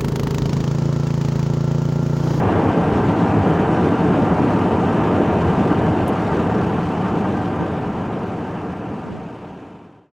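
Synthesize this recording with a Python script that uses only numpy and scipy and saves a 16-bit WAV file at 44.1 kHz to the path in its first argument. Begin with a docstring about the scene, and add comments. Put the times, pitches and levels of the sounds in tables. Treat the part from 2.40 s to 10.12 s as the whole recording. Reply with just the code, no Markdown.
"""A grassy field, crossed by a camera that is probably at the open window of a vehicle, with wind streaming past.
The wind is four bands of patchy noise: deep rumble, buffeting, a rush and an edge hiss. Surges, lulls and
flutter move their levels, and narrow wavering resonances make them sound hollow. Short swells of low noise are
puffs that strike the microphone ports, and quick bursts of bright noise are something small ticking nearby.
Partway through, a long straight fade begins and takes everything to silence."""
import sys
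import numpy as np
from scipy import signal
from scipy.fft import rfft, irfft, next_fast_len
from scipy.io import wavfile
from scipy.ndimage import uniform_filter1d, map_coordinates

SR = 44100
rng = np.random.default_rng(int(sys.argv[2]) if len(sys.argv) > 2 else 0)


def wav_record(signal):
    """Record a signal, one row per channel, as 16-bit PCM in the file named by sys.argv[1]."""
    frames = np.transpose(np.atleast_2d(signal))
    bounded = np.clip(frames, -1, 1)
    # unit amplitude maps onto the largest positive 16-bit level
    quanta = np.round(bounded * 32767).astype(np.int16)
    wavfile.write(sys.argv[1], SR, quanta)


N = 340452


def amp(db):
    """Decibels to gain."""
    return 10 ** (np.asarray(db) / 20)


def unit(x):
    """Scale to rms 1."""
    return x / np.sqrt(np.mean(x ** 2) + 1e-20)


def along(points, hz):
    """Read (frequency, value) points on a log frequency axis."""
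    f, v = np.transpose(points)
    return np.interp(np.log(hz + 1), np.log(f + 1), v)


def curve(rows):
    """Read (time [s], value) rows at every sample, with straight lines between them."""
    return np.interp(np.arange(N) / SR, *np.transpose(rows))


def wobble(knots_per_s, times_s):
    """A smooth random curve through normally distributed knots, read at the given times."""
    knots = rng.standard_normal(4096)
    return map_coordinates(knots, [times_s * knots_per_s], mode="mirror")


def filtered(x, response):
    """Shape the spectrum of x with a gain that is a function of frequency."""
    size = x.shape[-1]
    m = next_fast_len(size + SR // 4)  # padding keeps the tail from wrapping round
    gain = response(np.fft.rfftfreq(m, 1 / SR))
    return irfft(rfft(x, m) * gain, m)[..., :size]


def ticks():
    """Each tick is a few quick, dry contacts: bursts of bright noise that decay exponentially."""
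    # light ticks near the microphone: (main contact [s], level before the contact's own [dB], bright pitch [Hz])
    tick_rows = [(3.6805, -37.5, 10500), (4.277, -60, 13400), (4.954, -63, 13100), (5.406, -59, 12600),
                 (5.874, -54, 13000), (6.115, -60, 12500)]
    # colour of a tick: (multiple of its bright pitch, level [dB])
    tick_colour = [(.3, -22), (.5, -9), (.68, -1), (.85, 2), (1.03, 6), (1.18, 1), (1.35, -7), (1.5, -10.5)]
    # contacts within one tick: (time from the main contact [s], level [dB], t60 [s])
    contacts = [(-.002, -2, 0.013), (0, 6.5, 0.006), (.001, -4.5, .058), (.0095, -8.5, .02)]
    attack_s = .0001
    t = np.arange(SR // 10) / SR
    out = np.zeros(N + SR)
    for s, db, bright_hz in tick_rows:
        band = lambda hz: amp(along(tick_colour, hz / bright_hz))
        for delay, contact_db, t60 in contacts:
            envelope = amp(-60 * t / t60) * (1 - np.exp(-t / attack_s))
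            noise = unit(filtered(rng.standard_normal(len(t)), band))
            start = round((s + delay) * SR)
            out[start:][:len(t)] += amp(db + contact_db) * noise * envelope
    return out[:N]


def puffs():
    """An eddy that lands right on the microphone thumps each port with its own low noise."""
    # eddies landing on the ports: (middle [s], length [s], level [dB], left minus right [dB])
    puff_rows = [(0.118, 0.16, -38, 0), (1.815, 0.15, -38, 6), (2.01, 0.046, -33, 6), (5.22, 0.04, -22, -4),
                 (6.723, 0.15, -21.5, -5)]
    # colour of a puff: (frequency [Hz], level per Hz [dB])
    puff_colour = [(25, -19), (70, -7), (150, 2), (240, 0), (330, -4), (500, -16), (900, -28), (2500, -57),
                   (5000, -120)]
    t = np.arange(N) / SR
    out = np.zeros((2, N))
    pressure = unit(filtered(rng.standard_normal((2, N)), lambda hz: amp(along(puff_colour, hz))))
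    for s, length, db, pan_db in puff_rows:
        swell = np.exp(-(2 * (t - s) / length) ** 4)  # flat-topped bump
        port_db = db + np.array([[pan_db], [-pan_db]]) / 2
        out += amp(port_db) * swell * pressure
    return out


def patches(depth_db):
    """Stereo noise whose bands swell and sink on their own as eddies of different sizes pass."""
    z = signal.stft(rng.standard_normal((2, N)), nperseg=512)[2]
    field = rng.standard_normal(z.shape[1:])
    field = uniform_filter1d(field, size=7, axis=0)  # across frequency
    field = uniform_filter1d(field, size=6, axis=1)  # across time
    return signal.istft(z * amp(depth_db * unit(field)), nperseg=512)[1][:, :N]


def hollow_db(hz, s):
    """Each resonance lifts a narrow band of whatever noise passes; its lift and frequency waver with the flow."""
    # resonances of the space around the microphone: (centre [Hz], width at half the lift [Hz], mean lift [dB])
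    resonances = [(97.4, 44, 2.5), (175.6, 65, 7.5), (225, 38, 2.5), (296, 43, 6), (444, 25, 1.5),
                  (497, 24, 0), (617.6, 29.5, 6.5), (659.6, 28, 5.5), (725, 26, 5), (759, 60, 7.5),
                  (815, 34, 4.5), (903, 29, 6.5), (978, 60, 3.5), (1078, 19, 4), (1199, 40, 7.5),
                  (1305, 48, 3), (1380, 62, 6.5), (1555, 58, 7.5), (1620, 37, 2), (1696, 50, 3),
                  (2350, 30, 3), (3060, 70, 1), (3570, 220, 2)]
    sway_db, drift_share, knots_per_s = 0.87, 0.007, 2.993  # wavering of lift and of frequency, and its pace
    lift = 0
    for centre, width, db in resonances:
        tuned_hz = centre * (1 + drift_share * wobble(knots_per_s, s))
        peak_db = db + sway_db * wobble(knots_per_s, s)
        lift = lift + peak_db / (1 + (2 * (hz[:, None] - tuned_hz) / width) ** 2)
    return lift


def turbulence(colour, patchy_db):
    """Nearly mono noise of rms 1; the hollow rings in the part that both channels share."""
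    # difference between the channels: (frequency [Hz], side level relative to the source colour [dB])
    side_width = [(30, -25), (100, -30), (200, -25.5), (400, -30.5), (600, -23), (1400, -20.5), (2500, -19),
                  (4500, -12.5), (7500, -18), (10500, -8.5), (15000, -11)]
    mid, side = filtered(patches(patchy_db), lambda hz: amp(along(colour, hz)))
    hz, s, z = signal.stft(mid, SR, nperseg=4096)
    mid = signal.istft(z * amp(hollow_db(hz, s)), SR, nperseg=4096)[1][:N]
    side = filtered(side, lambda hz: amp(along(side_width, hz)))
    return unit(np.array([mid + side, mid - side]))


def steadied(x, span_s):
    """Even out swells slower than the span, keeping the quick flutter."""
    power = uniform_filter1d(np.mean(x ** 2, axis=0), max(int(span_s * SR), 1))
    return x / np.sqrt(np.abs(power) + 1e-9)


def airflow(level_db, colour, patchy_db):
    """Steadied turbulence whose loudness follows the given level."""
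    return amp(level_db) * steadied(turbulence(colour, patchy_db), span_s=0.16)


def gusts(rows):
    """Change of level in dB: each surge or lull is bell-shaped, and overlapping ones add."""
    t = np.arange(N) / SR
    return sum(rise_db * np.exp(-(2 * (t - s) / length) ** 2) for s, length, rise_db in rows)


def wind():
    """Large eddies rumble and buffet, smaller ones rush, the finest hiss; each size has its own level changes."""
    # colour of each kind of turbulence: (frequency [Hz], level per Hz [dB])
    rumble_colour = [(22, -18.5), (60, -11.5), (88, 1.5), (115, 1), (150, -6.5), (220, -30.5), (500, -69)]
    buffet_colour = [(60, -34), (115, -11.5), (160, -3.5), (250, -4), (450, -3), (560, -11.5), (900, -37.5),
                     (2500, -73.5)]
    rush_colour = [(250, -46), (450, -9), (560, -2.5), (950, -0.5), (1450, -10.5), (1900, -12.5),
                   (2400, -23.5), (4000, -63), (7000, -120)]
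    hiss_colour = [(1200, -17), (2200, 0), (2600, 3), (3050, 0), (3350, -6), (3800, -9.5), (5000, -13.5),
                   (7000, -16.5), (8500, -22.5), (11000, -28.5), (15500, -43)]
    # slow course of the deepest rumble and of the hiss at the edges: (time [s], level [dB])
    rumble_level = [(0, -22), (1, -24.5), (1.4, -27.5), (2.6, -27), (3.3, -24.5), (3.8, -25), (4.2, -26),
                    (5.2, -24.5), (6.6, -26.5), (7.7, -28.5)]
    hiss_level = [(0, -41.5), (3.8, -41), (4.7, -40), (5.6, -41), (6.3, -39.5), (7.2, -37.5), (7.7, -37.5)]
    # surges and lulls of rumble, buffeting and rush: (middle [s], length [s], rise [dB])
    rumble_surges = [(.37, 0.12, -11.5), (.65, .08, 1), (.79, .09, -4.5), (.97, 0.13, 4), (1.43, 0.06, 3),
                     (1.87, .08, 2.5), (2.1, .1, 3), (3.08, .08, 4), (3.46, .09, 2), (3.76, 0.077, -5),
                     (4.2, 0.22, 2), (4.55, 0.17, -4), (6.5, .09, 3), (7.1, 0.12, 0)]
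    buffet_surges = [(.07, 0.082, -1), (0.206, 0.066, 2), (.36, .1, 0.8), (.69, 0.063, 0), (.83, 0.06, 1.8),
                     (.96, .08, 0.5), (1.09, 0.069, 3.2), (1.2, .06, 0), (1.29, 0.1, 0), (1.45, 0.12, 2),
                     (1.75, 0.25, 2.5), (2.086, 0.1, 2), (2.806, 0.048, 4), (2.98, 0.11, -1),
                     (3.16, .05, -2), (3.27, 0.21, 2), (3.46, .08, 1), (3.813, .2, -2), (3.996, 0.13, 1.7),
                     (4.194, 0.11, 2), (4.48, 0.067, -2), (4.76, 0.089, 3.5), (4.91, 0.081, 3),
                     (5.86, 0.17, 0.5), (6.16, 0.057, -1.5), (6.25, 0.068, 2), (6.52, 0.079, 3),
                     (6.985, .06, -4)]
    rush_swells = [(.16, 0.045, 2), (.7, 0.15, -1.1), (1.93, .08, 1.2), (2.75, 0.26, 0), (3.3, .25, 0),
                   (4.42, 0.2, -0.9), (4.68, 0.1, 2), (4.85, 0.078, 1.5), (5.2, 0.079, 2), (6.22, 0.14, 1),
                   (7.27, .18, 0.5)]
    buffet_db, rush_db = -18, -24  # steady levels under the surges
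    t = np.arange(N) / SR
    # small eddies shake the rush, finer and quicker ones the hiss
    rush_flutter_db = 0.69 * wobble(70, t)
    hiss_flutter_db = 0.97 * wobble(130, t)

    rumble = airflow(curve(rumble_level) + gusts(rumble_surges), rumble_colour, patchy_db=1.0)
    buffet = airflow(buffet_db + gusts(buffet_surges), buffet_colour, patchy_db=0.05)
    rush = airflow(rush_db + gusts(rush_swells) + rush_flutter_db, rush_colour, patchy_db=0.5)
    hiss = airflow(curve(hiss_level) + hiss_flutter_db, hiss_colour, patchy_db=1.3)
    return rumble + buffet + rush + hiss


def scene():
    """Ticks, puffs on the ports and wind, a shade louder on the left."""
    balance_db = [[.15], [-.15]]  # left, right
    return (ticks() + puffs() + wind()) * amp(balance_db)


def record(dry):
    """A straight fade to silence, then the camera's band limit."""
    fade_start_s, fade_end_s, top_hz = 3.13, 7.712, 15750
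    fade = curve([(fade_start_s, 1), (fade_end_s, 0)])
    return filtered(dry * fade, lambda hz: hz < top_hz)


dry = scene()
out = record(dry)
wav_record(out)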